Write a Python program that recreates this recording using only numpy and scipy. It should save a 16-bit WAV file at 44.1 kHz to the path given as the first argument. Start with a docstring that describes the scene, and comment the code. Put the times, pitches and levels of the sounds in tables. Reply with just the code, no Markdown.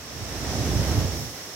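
"""Sea water surges through a narrow rocky cleft, heard from the rocks above.
Churning foam roars and swells, throwing off a hiss of spray.
A gust rises with the surge and buffets the microphone with a low rumble; both peak near 1 s.
The gust drops away, the foam subsides, and the spray hisses on a little longer."""
import sys
import numpy as np
from scipy import signal
from scipy.fft import rfft, irfft
from scipy.io import wavfile
from scipy.ndimage import uniform_filter1d

SR = 44100
rng = np.random.default_rng(int(sys.argv[2]) if len(sys.argv) > 2 else 0)


def wrap_up_sound(samples):
    """Save the sound to the file named by the first command line argument, as 16-bit audio."""
    columns = np.atleast_2d(samples).T
    # keep every value between -1 and 1, then stretch to whole-number steps
    tamed = np.clip(columns, -1, 1)
    steps = np.round(tamed * 32767).astype(np.int16)
    wavfile.write(sys.argv[1], SR, steps)


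N = 68355


def from_db(db):
    """Decibels to gain."""
    return 10 ** (np.asarray(db) / 20)


def unit_rms(x):
    """Scale to rms 1."""
    return x / np.sqrt(np.mean(x ** 2) + 1e-20)


def per_sample(rows):
    """Each column of a time table at every sample."""
    t_s, *columns = np.transpose(rows)
    return [np.interp(np.arange(N) / SR, t_s, column) for column in columns]


def per_bin(rows):
    """Each column of a frequency table at every spectral bin."""
    f_hz, *columns = np.transpose(rows)
    bins_hz = np.maximum(np.arange(N // 2 + 1) * SR / N, 1)
    return np.array([np.interp(np.log(bins_hz), np.log(f_hz), column) for column in columns])


def coloured(x, colour):
    """Shape a flat source, falling 60 dB/decade beyond the table's ends; rms 1."""
    (low_hz, low_db), (high_hz, high_db) = colour[0], colour[-1]
    skirted = [(low_hz / 10, low_db - 60), *colour, (high_hz * 10, high_db - 60)]
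    return unit_rms(irfft(rfft(x) * from_db(per_bin(skirted)[0]), N))


def drift(rate_hz):
    """Slow random wander, rms about 1."""
    hop, settle = 40, 2000
    pole = np.exp(-2 * np.pi * rate_hz * hop / SR)
    noise = rng.standard_normal(N // hop + settle + 2)
    slow = signal.lfilter([1], [1, -2 * pole, pole * pole], noise)[settle:]
    return np.interp(np.arange(N) / hop, np.arange(len(slow)), unit_rms(slow))


def grains(per_s, spread_db):
    """Random clicks of either sign, a few larger than the rest."""
    sizes = from_db(spread_db * np.minimum(rng.exponential(1, N), 4))
    signs = rng.choice([-1, 1], N)
    return sizes * signs * (rng.random(N) < per_s / SR)


def ring(clicks, f_hz, t60_s):
    """Each click starts a damped sine."""
    radius = np.exp(-np.log(1000) / (t60_s * SR))
    angle = 2 * np.pi * f_hz / SR
    return signal.lfilter([0, np.sin(angle)], [1, -2 * radius * np.cos(angle), radius ** 2], clicks + 1e-18)


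def widen(pair):
    """Spread two unrelated signals across the cleft: alike in the bass, diffuse in the treble."""
    # water sound, left against right: f/Hz, correlation
    water_likeness = [(100, .95), (600, 0.79), (1100, 0.39), (1550, .15), (1900, 0.51), (2600, 0.068),
                      (4500, -0.19), (5900, -0.16), (7500, .05), (15000, 0.056)]
    correlation = np.clip(per_bin(water_likeness)[0], -0.99, 0.99)
    mid, side = rfft(pair)
    return irfft(np.sqrt(1 + correlation) * mid + np.sqrt(1 - correlation) * side * [[1], [-1]], N)


def wind():
    """A gust's deep rumble and the flutter of small eddies, nearly the same at both microphone ports."""
    # envelopes: t/s, level/dB
    gust_envelope = [(0.0, -46), (0.034, -54), (0.236, -34), (0.262, -39.5), (0.474, -34), (0.504, -29.5),
                     (0.534, -34), (0.604, -26), (0.646, -29.5), (0.798, -22), (0.85, -29.5), (0.922, -24),
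                     (0.948, -27.5), (0.988, -20), (1.014, -26), (1.056, -24.5), (1.074, -30.5),
                     (1.256, -36.5), (1.376, -53), (1.55, -54)]
    flutter_envelope = [(0.0, -51.5), (0.556, -30.5), (0.992, -30), (1.368, -45.5), (1.536, -58.5),
                        (1.55, -72)]
    # spectra: f/Hz, level/dB
    rumble_colour = [(28, -32), (47, -19), (58, -3), (82, -2), (110, -3), (160, -10.5), (250, -24.5),
                     (500, -36)]
    flutter_colour = [(70, -27), (150, -1.5), (200, -2), (290, 0), (420, -4), (750, -10), (1100, -21.5),
                      (2200, -38)]
    steady_s, left_lag_s = 0.04, 0.00097
    (gust_db,), (flutter_db,) = per_sample(gust_envelope), per_sample(flutter_envelope)
    rumble = coloured(rng.standard_normal(N), rumble_colour)
    local_power = uniform_filter1d(rumble ** 2, int(steady_s * SR))
    steadied = unit_rms(rumble / np.sqrt(local_power + 0.12))  # holds the rumble to its envelope
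    right = steadied * from_db(gust_db + 0.5)
    t_s = np.arange(N) / SR
    left = np.interp(t_s - left_lag_s, t_s, right)
    eddies = coloured(grains(per_s=2000, spread_db=1), flutter_colour)
    return np.array([left, right]) + eddies * from_db(flutter_db - 1.33)


def spray(spray_db, mist_db):
    """Countless droplets merge into a hiss; fine mist hisses higher."""
    # spectra: f/Hz, level/dB
    spray_colour = [(2000, -12), (4000, -8), (5300, 2.5), (7000, -1.5), (8500, -5.5), (10000, -13),
                    (13000, -24)]
    mist_colour = [(7000, -20), (10000, -2), (11500, 0), (13000, 0.5), (16000, -1)]
    hiss = np.zeros((2, N))
    for colour, level_db in (spray_colour, spray_db - 2), (mist_colour, mist_db - 0.5):
        drops = np.array([grains(per_s=30000, spread_db=2.5) for side in range(2)])
        hiss += from_db(level_db) * widen(coloured(drops, colour))
    return hiss


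def bubbles(per_s=3000, sizes=24, t60_cycles=7):
    """Dense short rings of bubbles of many sizes; rms 1."""
    rings = np.zeros(N)
    for nominal_hz in np.geomspace(520, 4000, sizes):
        onsets = grains(per_s / sizes, spread_db=3.5)
        rings += ring(onsets, nominal_hz * rng.uniform(0.9, 1.05), t60_cycles / nominal_hz)
    return unit_rms(rings)


def foam():
    """Churning white water: a flickering wash with bubbles in it."""
    # wash spectrum: f/Hz, level/dB
    wash_colour = [(35, -10), (65, -1.5), (250, 6), (680, 6.5), (1000, 1), (1400, 0.5), (1900, 2),
                   (2600, -0.9), (4200, -5), (7000, -15.5)]
    wash = coloured(rng.standard_normal((2, N)), wash_colour)
    churn_db = 0.5 * drift(rate_hz=15)
    bubbling = np.array([bubbles(), bubbles()])
    return widen(from_db(2 + churn_db) * wash + from_db(-10) * bubbling)


def scene():
    """Foam, spray and lingering mist swell with the surge, under the gust."""
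    # surge envelopes: t/s, foam level/dB, spray level/dB, mist level/dB
    surge = [(0.0, -47.5, -48, -57), (0.042, -48.5, -46.5, -58), (0.172, -46.5, -45, -55.5),
             (0.538, -41, -39, -51), (0.94, -40, -38.5, -48), (1.104, -44, -41, -50.5),
             (1.186, -45, -41, -48), (1.342, -47.5, -44, -52), (1.38, -46.5, -44, -52.5),
             (1.55, -49, -44.5, -55)]
    foam_db, spray_db, mist_db = per_sample(surge)
    return spray(spray_db, mist_db) + from_db(foam_db) * foam() + wind()


def record(dry, cutoff_hz=15850):
    """Each microphone port colours its side; the top is cut steeply."""
    # port response: f/Hz, left level/dB, right level/dB
    ports = [(80, -2.5, 2.5), (300, -1.54, 0.7), (740, -3, 1.36), (1180, -1.5, 3.2), (1820, 0, 1),
             (2320, -2.8, 1), (3860, 3, 3.5), (4940, 1.5, 1.5), (5470, -1, 8.8), (5940, 0.8, 5),
             (6440, -1.5, 3.5), (7370, -1, -2.5), (8740, 1, -3), (10120, 0.5, -5), (11360, 9, -0.5),
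             (13000, 0, 0), (14300, -3, 3), (15600, -7, 6)]
    f_hz = np.arange(N // 2 + 1) * SR / N
    lowpass = 1 / np.sqrt(1 + (f_hz / cutoff_hz) ** 400)
    return irfft(rfft(dry) * from_db(per_bin(ports)) * lowpass, N)


dry = scene()
out = record(dry)
wrap_up_sound(out)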